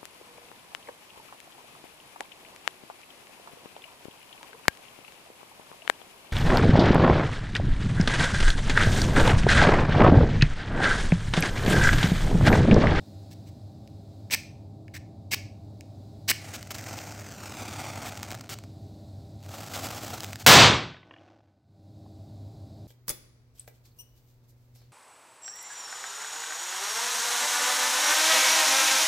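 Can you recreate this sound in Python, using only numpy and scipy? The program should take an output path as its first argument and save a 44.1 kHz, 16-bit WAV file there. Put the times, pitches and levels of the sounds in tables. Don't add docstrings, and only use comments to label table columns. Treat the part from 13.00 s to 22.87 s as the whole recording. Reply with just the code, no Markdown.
import sys
import numpy as np
from scipy import signal
from scipy.io import wavfile
from scipy.ndimage import uniform_filter1d

SR = 44100
rng = np.random.default_rng(int(sys.argv[2]) if len(sys.argv) > 2 else 0)


def put_to_file(sound):
    columns = np.atleast_2d(sound).T
    safe = np.clip(columns, -1, 1)
    whole_steps = np.round(safe * 32767)
    wavfile.write(sys.argv[1], SR, whole_steps.astype(np.int16))


N = 435266
TIME = np.arange(N) / SR

# (frequency [Hz], level [dB])
GAS_FLUTTER = [(100, -14), (260, 0), (430, -6), (620, 1), (780, 3), (980, -7), (1350, -6), (2000, -27.5),
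               (4000, -54.5)]
GRAIN_POP = [(200, -13), (700, -0.5), (2500, 0.5), (5000, -2), (8200, -4), (9200, -13), (12000, -14.5),
             (16000, -5)]
FUSE_SPECTRUM = [(710, -33.5), (1200, -7.5), (1370, -3.5), (1870, -8), (2130, -5), (3360, -6.5),
                 (4500, -6.5), (7910, -7.5), (9110, -16), (12700, -14), (16000, -12.5)]


def amp(db):
    return 10 ** (np.asarray(db) / 20)


def unit_rms(x):
    return x / np.sqrt(np.mean(x ** 2) + 1e-20)


def lookup(points, hz):
    table_hz, value = np.transpose(points)
    return np.interp(np.log(hz + 1), np.log(table_hz), value)


def add(mix, start_s, sound):
    part = mix[round(start_s * SR):][:len(sound)]
    part += sound[:len(part)]


def band(x, lo_hz, hi_hz):
    return signal.sosfilt(signal.butter(2, [lo_hz, hi_hz], "band", fs=SR, output="sos"), x)


def click(spectrum, size=4096):
    log_gain = np.log(amp(lookup(spectrum, abs(np.fft.fftfreq(size, 1 / SR)))))
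    pulse = np.fft.ifft(np.exp(np.conj(signal.hilbert(log_gain)))).real[:size // 2]
    return pulse / abs(pulse).max()


def colour(x, spectrum):
    return unit_rms(signal.oaconvolve(x, click(spectrum))[:len(x)])


def wander(per_s):
    return unit_rms(np.interp(TIME * per_s, np.arange(N // 20), rng.standard_normal(N // 20)))


def grains(per_s, spread_db):
    size = amp(spread_db * np.minimum(rng.exponential(1, N), 3.5))
    return unit_rms(size / np.sqrt(per_s) * rng.choice([-1, 1], N) * (rng.random(N) < per_s / SR))


def ring(modes):
    t = TIME[:SR // 8]
    wave = sum(amp(db - 60 * t / t60_s) * np.sin(2 * np.pi * (hz * t + rng.random()))
               for hz, db, t60_s in modes)
    return wave / abs(wave).max()


def tail(decay):
    hz, t, bins = signal.stft(rng.standard_normal(SR * 3 // 2), SR, nperseg=256)
    wave = signal.istft(bins * amp(-60 * t / lookup(decay, hz)[:, None]), SR, nperseg=256)[1]
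    return wave / np.linalg.norm(wave)


def room_tone(rumble_db=-46.5, hiss_trim_db=-2.0, throb=.25, waver_hz=2.5):
    # (frequency [Hz], level [dB])
    rumble_spectrum = [(18, -57), (30, -24.5), (65, -13), (81, -6.5), (102, -1.5), (173, -12.5),
                       (203, -12.5), (314, -15.5), (346, -26), (412, -19.5), (440, -32.5), (588, -19.5),
                       (797, -30), (837, -31), (1400, -50), (1820, -77), (3080, -120)]
    hiss_spectrum = [(900, -28), (1400, -6.5), (1700, -11), (2200, -11), (3100, -11.5), (3800, 0),
                     (5000, -2.5), (5600, -9), (8000, -10), (9200, -16.5), (16000, -17)]
    hum_partials = [(100, -47.5), (207, -61), (315, -60), (408, -70), (672, -68.5), (782, -68)]
    # (time [s], level before trim [dB])
    hiss_drift = [(.1, -61), (.8, -66.5), (1.2, -65), (1.7, -70.5), (2.3, -71), (3.1, -65), (6.2, -64),
                  (9.8, -66)]
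    out = amp(rumble_db) * colour(rng.standard_normal(N), rumble_spectrum)
    hiss_db = np.interp(TIME, *np.transpose(hiss_drift)) + hiss_trim_db
    out += amp(hiss_db) * colour(rng.standard_normal(N), hiss_spectrum)
    for hz, db in hum_partials:
        cycles = np.cumsum(hz + waver_hz * wander(25)) / SR
        out += amp(db) * unit_rms((1 + throb * wander(22)) * np.sin(2 * np.pi * cycles))
    return out


def match_strikes(bite_s=.0096, release_s=.0034, ease_db=24, box_db=-10, top_db=-6.5, wall_half_hz=375):
    # (start [s], end [s], level [dB], pressure crest [0-1], brightness [dB],
    # box wall pitch [Hz], wall ring [dB])
    strokes = [(0.303, 0.342, -53.5, 0.47, -4, 2300, -20), (0.458, 0.502, -60, 0.55, -2, 2300, -9),
               (1.304, 1.351, -23.5, 0.8, 1.5, 2320, -4.5), (1.936, 1.983, -44, .38, -13, 2030, -0.5),
               (2.308, 2.35, -26.5, .64, 0.5, 2270, -4), (3.276, 3.317, -21.5, 0.7, 5, 1950, -9)]
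    # (time [s], snap [dB], box ring [dB])
    snags = [(.876, -37, -54), (1.3005, -42, -35), (1.310, -38, -27), (1.3375, -7, -14), (1.3502, -30, -19),
             (1.881, -43, -39), (2.3365, -10, -17), (2.809, -29, -42), (3.291, -6, -24), (3.315, -22, -10)]
    # (frequency [Hz], level [dB], t60 [s])
    box_modes = [(340, -18, .03), (1080, -16, .02), (1760, -2, .018), (2060, -4, .016), (2210, 0, .022),
                 (2660, -5, .016), (2850, -5, .018), (5000, -6, .008)]
    # (frequency [Hz], level [dB])
    rasp_spectrum = [(120, -38.5), (200, -0.5), (482, -9), (683, -8.5), (1080, -7), (1480, -36.5),
                     (1740, -17), (2170, -14.5), (2800, -4.5), (3130, -2.5), (5520, 1.5), (7270, -6.5),
                     (7970, 0), (9230, -13), (16000, -8)]
    snap_spectrum = [(150, -30), (400, -14), (1400, -15), (1800, -3), (2300, 0), (5500, 0), (8000, -5),
                     (9500, -13), (16000, -11)]
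    out = np.zeros(N)
    rasp = colour(grains(12000, spread_db=2.5), rasp_spectrum)
    box = unit_rms(signal.oaconvolve(grains(9000, spread_db=2.5), ring(box_modes))[:N])
    top = unit_rms(band(grains(9000, spread_db=2.5), 10500, 17000))
    judder = unit_rms(amp(2.5 * np.tanh(wander(450))))
    for start_s, end_s, db, crest, bright_db, wall_hz, wall_db in strokes:
        at = np.arange(round(start_s * SR), round(end_s * SR))
        progress = np.linspace(0, 1, len(at))
        bite = np.clip((TIME[at] - start_s) / bite_s, 0, 1)
        release = np.clip((end_s - TIME[at]) / release_s, 0, 1)
        pressure = bite * release * judder[at] * amp(-ease_db * (progress - crest) ** 2)
        wall = band(rng.standard_normal(SR // 4), wall_hz - wall_half_hz, wall_hz + wall_half_hz)
        scrape = rasp[at] + amp(box_db) * box[at] + amp(wall_db) * unit_rms(wall[-len(at):])
        scrape += amp(top_db + bright_db) * progress * top[at]
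        add(out, start_s, amp(db) * pressure * scrape)
    snap, knock, t = click(snap_spectrum), ring(box_modes), TIME[:SR // 100]
    for start_s, snap_db, ring_db in snags:
        crumbs = .2 * np.exp(-t / .0008) * rng.standard_normal(len(t))
        crumbs[0] = 1
        crack = signal.fftconvolve(crumbs, snap)
        add(out, start_s, amp(snap_db) * crack / abs(crack).max())
        add(out, start_s, amp(ring_db) * knock)
    return out


def room(x, wet_db=-16.7, delay_s=.008):
    # (frequency [Hz], t60 [s])
    room_decay = [(100, .6), (800, .45), (2500, .42), (6000, .41), (10000, .32), (15000, .26)]
    # (frequency [Hz], level [dB])
    room_spectrum = [(100, -2), (1500, -4), (2000, -4), (2500, 1), (3300, -2), (6000, 0), (8000, -3),
                     (10000, -6), (16000, -7)]
    response = signal.oaconvolve(tail(room_decay), click(room_spectrum))
    out = x.copy()
    add(out, delay_s, amp(wet_db) * signal.oaconvolve(x, response / np.linalg.norm(response)))
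    return out


def burning(heat, spectrum, full_per_s, spent_s, spent_share, sputter_db, sizzle_db, flutter_db,
            growth_db_per_s, thinning_s=.12, crackle_per_s=40, crackle_db=16):
    times_s, levels_db = np.transpose(heat)
    start_s, end_s = times_s[0], times_s[-1]
    heat_db = np.interp(TIME, times_s, levels_db)
    spent = np.clip((TIME - spent_s) / thinning_s, 0, 1)
    per_s = full_per_s * amp(heat_db - levels_db.max()) * spent_share ** spent
    bursts = grains(per_s, spread_db=4.5)
    gas = np.sqrt(per_s / 9000) * rng.standard_normal(N)
    sizzle = amp(sizzle_db) * colour(bursts + gas, spectrum)
    flame_db = flutter_db + growth_db_per_s * (np.clip(TIME, start_s, end_s) - start_s)
    flutter = amp(flame_db) * colour(.5 * bursts + gas, GAS_FLUTTER)
    small_pops = spent * rng.random(N) * (rng.random(N) < crackle_per_s / SR)
    crackle = amp(crackle_db) * signal.oaconvolve(small_pops, click(GRAIN_POP))[:N]
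    alight = uniform_filter1d(1. * (TIME > start_s) * (TIME < end_s), size=600)
    sputter = unit_rms(amp(sputter_db * np.tanh(wander(170))))
    return alight * amp(heat_db) * ((sizzle + flutter) * sputter + crackle)


def reflected(x, path):
    times_s, delay_s, strength = np.transpose(path)
    share = np.interp(TIME, times_s, strength)
    echo = np.interp(TIME - np.interp(TIME, times_s, delay_s), TIME, x)
    return (x + share * echo) / np.sqrt(1 + share ** 2)


def match_flame():
    # (time [s], level [dB])
    heat = [(3.37, -54), (3.5, -44), (3.66, -54), (3.9, -42.5), (4.24, -48.5), (4.63, -43.0), (4.92, -43.5),
            (5.32, -46.5), (5.4, -52.5), (5.66, -66)]
    # (frequency [Hz], level [dB])
    spectrum = [(710, -40.5), (1200, -22), (1380, -3), (1790, -2.5), (2110, 2.5), (2950, 0.5), (4220, 0),
                (8000, -7.5), (9310, -12), (15000, -14.5), (16000, -18.5)]
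    # (time [s], delay [s], strength [ratio])
    off_hand = [(3.3, 0.00012, 0.47), (3.9, 0.00014, 0.64), (4.3, 0.00014, 0.56), (4.55, 0.00013, 0.4)]
    off_table = [(4.15, .00057, 0), (4.35, .00068, .38), (4.6, .00082, .4), (5.0, .0009, .18),
                 (5.4, .00093, 0)]
    flame = burning(heat, spectrum, full_per_s=4500, spent_s=5.06, spent_share=.25,
                    sputter_db=4.0, sizzle_db=-.2, flutter_db=-8.5, growth_db_per_s=3.7)
    return reflected(reflected(flame, off_hand), off_table)


def spitting(fizz_db=-15, fizz_s=.0012, rush_db=-8):
    # (start [s], end [s], level [dB])
    jets = [(3.535, 3.568, -39), (3.705, 3.722, -35.5), (3.744, 3.756, -36), (3.783, 3.79, -39.5),
            (5.055, 5.1, -42), (5.492, 5.547, -39.5), (6.734, 6.765, -36.5), (6.83, 6.865, -37.5),
            (7.394, 7.43, -44.5)]
    # (time [s], level [dB])
    pops = [(3.6285, -20), (3.707, -27), (3.8116, -24.5), (3.8407, -23), (3.989, -22), (4.2097, -25.5),
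            (4.728, -25), (5.175, -22), (5.231, -13.5), (5.306, -19), (5.316, -17), (5.35, -19),
            (5.411, -22.5), (5.4926, -20.5), (5.5878, -25), (7.2056, -14.5), (7.2336, -15.5), (7.2397, -18),
            (7.245, -13), (7.3316, -16.5), (7.3577, -18.5)]
    out = np.zeros(N)
    jet = colour(grains(9000, spread_db=1.8), FUSE_SPECTRUM)
    jet += amp(rush_db) * colour(rng.standard_normal(N), GAS_FLUTTER)
    for start_s, end_s, db in jets:
        part = jet[round(start_s * SR):round(end_s * SR)]
        add(out, start_s, amp(db) * part * signal.windows.tukey(len(part), .2))
    t, pop = TIME[:SR // 40], click(GRAIN_POP)
    for start_s, db in pops:
        burst = amp(fizz_db) * np.exp(-t / fizz_s) * rng.standard_normal(len(t))
        burst[0] = 1
        add(out, start_s, amp(db) * signal.fftconvolve(burst, pop))
    return out


def fuse():
    # (time [s], level [dB])
    heat = [(6.4, -64), (6.53, -45), (6.7, -46), (6.77, -39.5), (7.03, -43.5), (7.14, -39), (7.2, -46),
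            (7.33, -45.5), (7.37, -55.0), (7.455, -54.5)]
    return burning(heat, FUSE_SPECTRUM, full_per_s=7500, spent_s=7.15, spent_share=.63,
                   sputter_db=4.5, sizzle_db=-1.5, flutter_db=-3.5, growth_db_per_s=-2.3)


def cannon(shot_s=7.4638, blast_db=32, front_db=5, front_s=.00033, ring_hz=1502, ring_db=-23.5):
    # (frequency [Hz], level [dB])
    blast_spectrum = [(30, -36), (60, -11), (110, 0), (170, 1), (240, -1), (420, -1.5), (700, -0.5),
                      (1000, 2), (1750, -3), (3800, -2), (5500, -6), (8100, -9.5), (9200, -15),
                      (15500, -11)]
    # (frequency [Hz], t60 [s])
    blast_decay = [(60, .62), (200, .5), (800, .44), (3500, .45), (5500, .39), (8000, .33), (10000, .25),
                   (15000, .205)]
    out, t = np.zeros(N), TIME[:SR * 3 // 2]
    roar = signal.oaconvolve(tail(blast_decay), click(blast_spectrum))[:len(t)]
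    roar /= np.std(roar[:SR // 20])
    front = amp(front_db) * (1 - t / front_s) * np.exp(-t / front_s)
    add(out, shot_s, amp(blast_db) * (front + roar))
    fade = amp(-60 * t / 1.7) * np.sqrt(1 - t / t[-1])
    add(out, shot_s, amp(ring_db) * fade * np.sin(2 * np.pi * ring_hz * t))
    return out


def clatter(chatter=.22, chatter_s=.003, detune=.074):
    # (time [s], peak [dB], upper edge [Hz])
    bits = [(7.843, -13, 9000), (7.944, -19, 2200), (7.967, -19, 5000), (8.03, -24, 2400),
            (8.2844, -35, 3210), (8.4046, -37, 2000), (9.0611, -45, 850)]
    # (frequency [Hz], level [dB], t60 [s])
    knock_modes = [(320, -12, .04), (720, -7, .02), (1100, -4, .014), (1850, 0, .013), (2150, -2, .012),
                   (2750, 0, .012), (3300, 0, .013), (5400, -12, .007)]
    out, t = np.zeros(N), TIME[:SR // 50]
    for start_s, peak_db, edge_hz in list(bits) + bounces():
        contact = chatter * rng.standard_normal(len(t)) * np.exp(-t / chatter_s)
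        contact[0] = 1
        modes = [(hz * (1 + detune * rng.uniform(-1.2, 1)), db, t60_s) for hz, db, t60_s in knock_modes]
        knock = signal.fftconvolve(contact, ring(modes))
        knock = band(band(knock, 150, edge_hz), 150, edge_hz)
        add(out, start_s, amp(peak_db) * knock / abs(knock).max())
    return out


def rocking(start_s=8.05, hold_s=.25, level_db=-38, fade_db_per_s=60):
    # (frequency [Hz], level [dB])
    board_spectrum = [(100, -20), (230, -7), (310, 9.5), (420, -9), (600, 2.5), (780, -1), (1000, -9),
                      (2000, -16), (3400, -21), (6000, -27), (12000, -59)]
    age_s = TIME - start_s
    envelope = (age_s > 0) * amp(level_db - fade_db_per_s * np.maximum(age_s - hold_s, 0))
    return envelope * colour(grains(700, spread_db=3), board_spectrum)


def bounces(landing_s=8.1093, landing_db=-16.5, gap_s=.029, gap_ratio=.85, loss_db=4.2, edge_hz=3350):
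    gaps_s = gap_s * gap_ratio ** np.arange(7)
    times_s = landing_s + np.cumsum(gaps_s) - gaps_s
    return [(time_s, landing_db - loss_db * k, edge_hz) for k, time_s in enumerate(times_s)]


def scene():
    close = match_flame() + fuse() + match_strikes() + spitting() + clatter() + rocking()
    mono = room(close) + cannon() + room_tone()
    return np.array([mono, mono])


def record(dry, trigger_db=3, duck_db=20.5, hold_s=.94, recover_s=.21, limit_db=-10.5, ratio=11):
    dry = signal.sosfilt(signal.butter(3, 50, "high", fs=SR, output="sos"), dry)
    power = uniform_filter1d(dry[0] ** 2, size=200, origin=55)
    level = np.sqrt(abs(power) + 1e-12)
    since_loud_s = TIME - np.maximum.accumulate(np.where(level > amp(trigger_db), TIME, -np.inf))
    gain = amp(-duck_db * np.exp(-np.maximum(since_loud_s - hold_s, 0) / recover_s))
    gain *= np.minimum(1, amp(limit_db) / (level * gain)) ** (1 - 1 / ratio)
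    clipped = np.clip(dry * gain, -.85, .85)
    clipped = signal.sosfilt(signal.butter(2, 36, "high", fs=SR, output="sos"), clipped)
    low_pass = signal.firwin(511, 15880, window=("kaiser", 9), fs=SR)
    return signal.oaconvolve(clipped, low_pass[None], "same", axes=1)


dry = scene()
out = record(dry)
put_to_file(out)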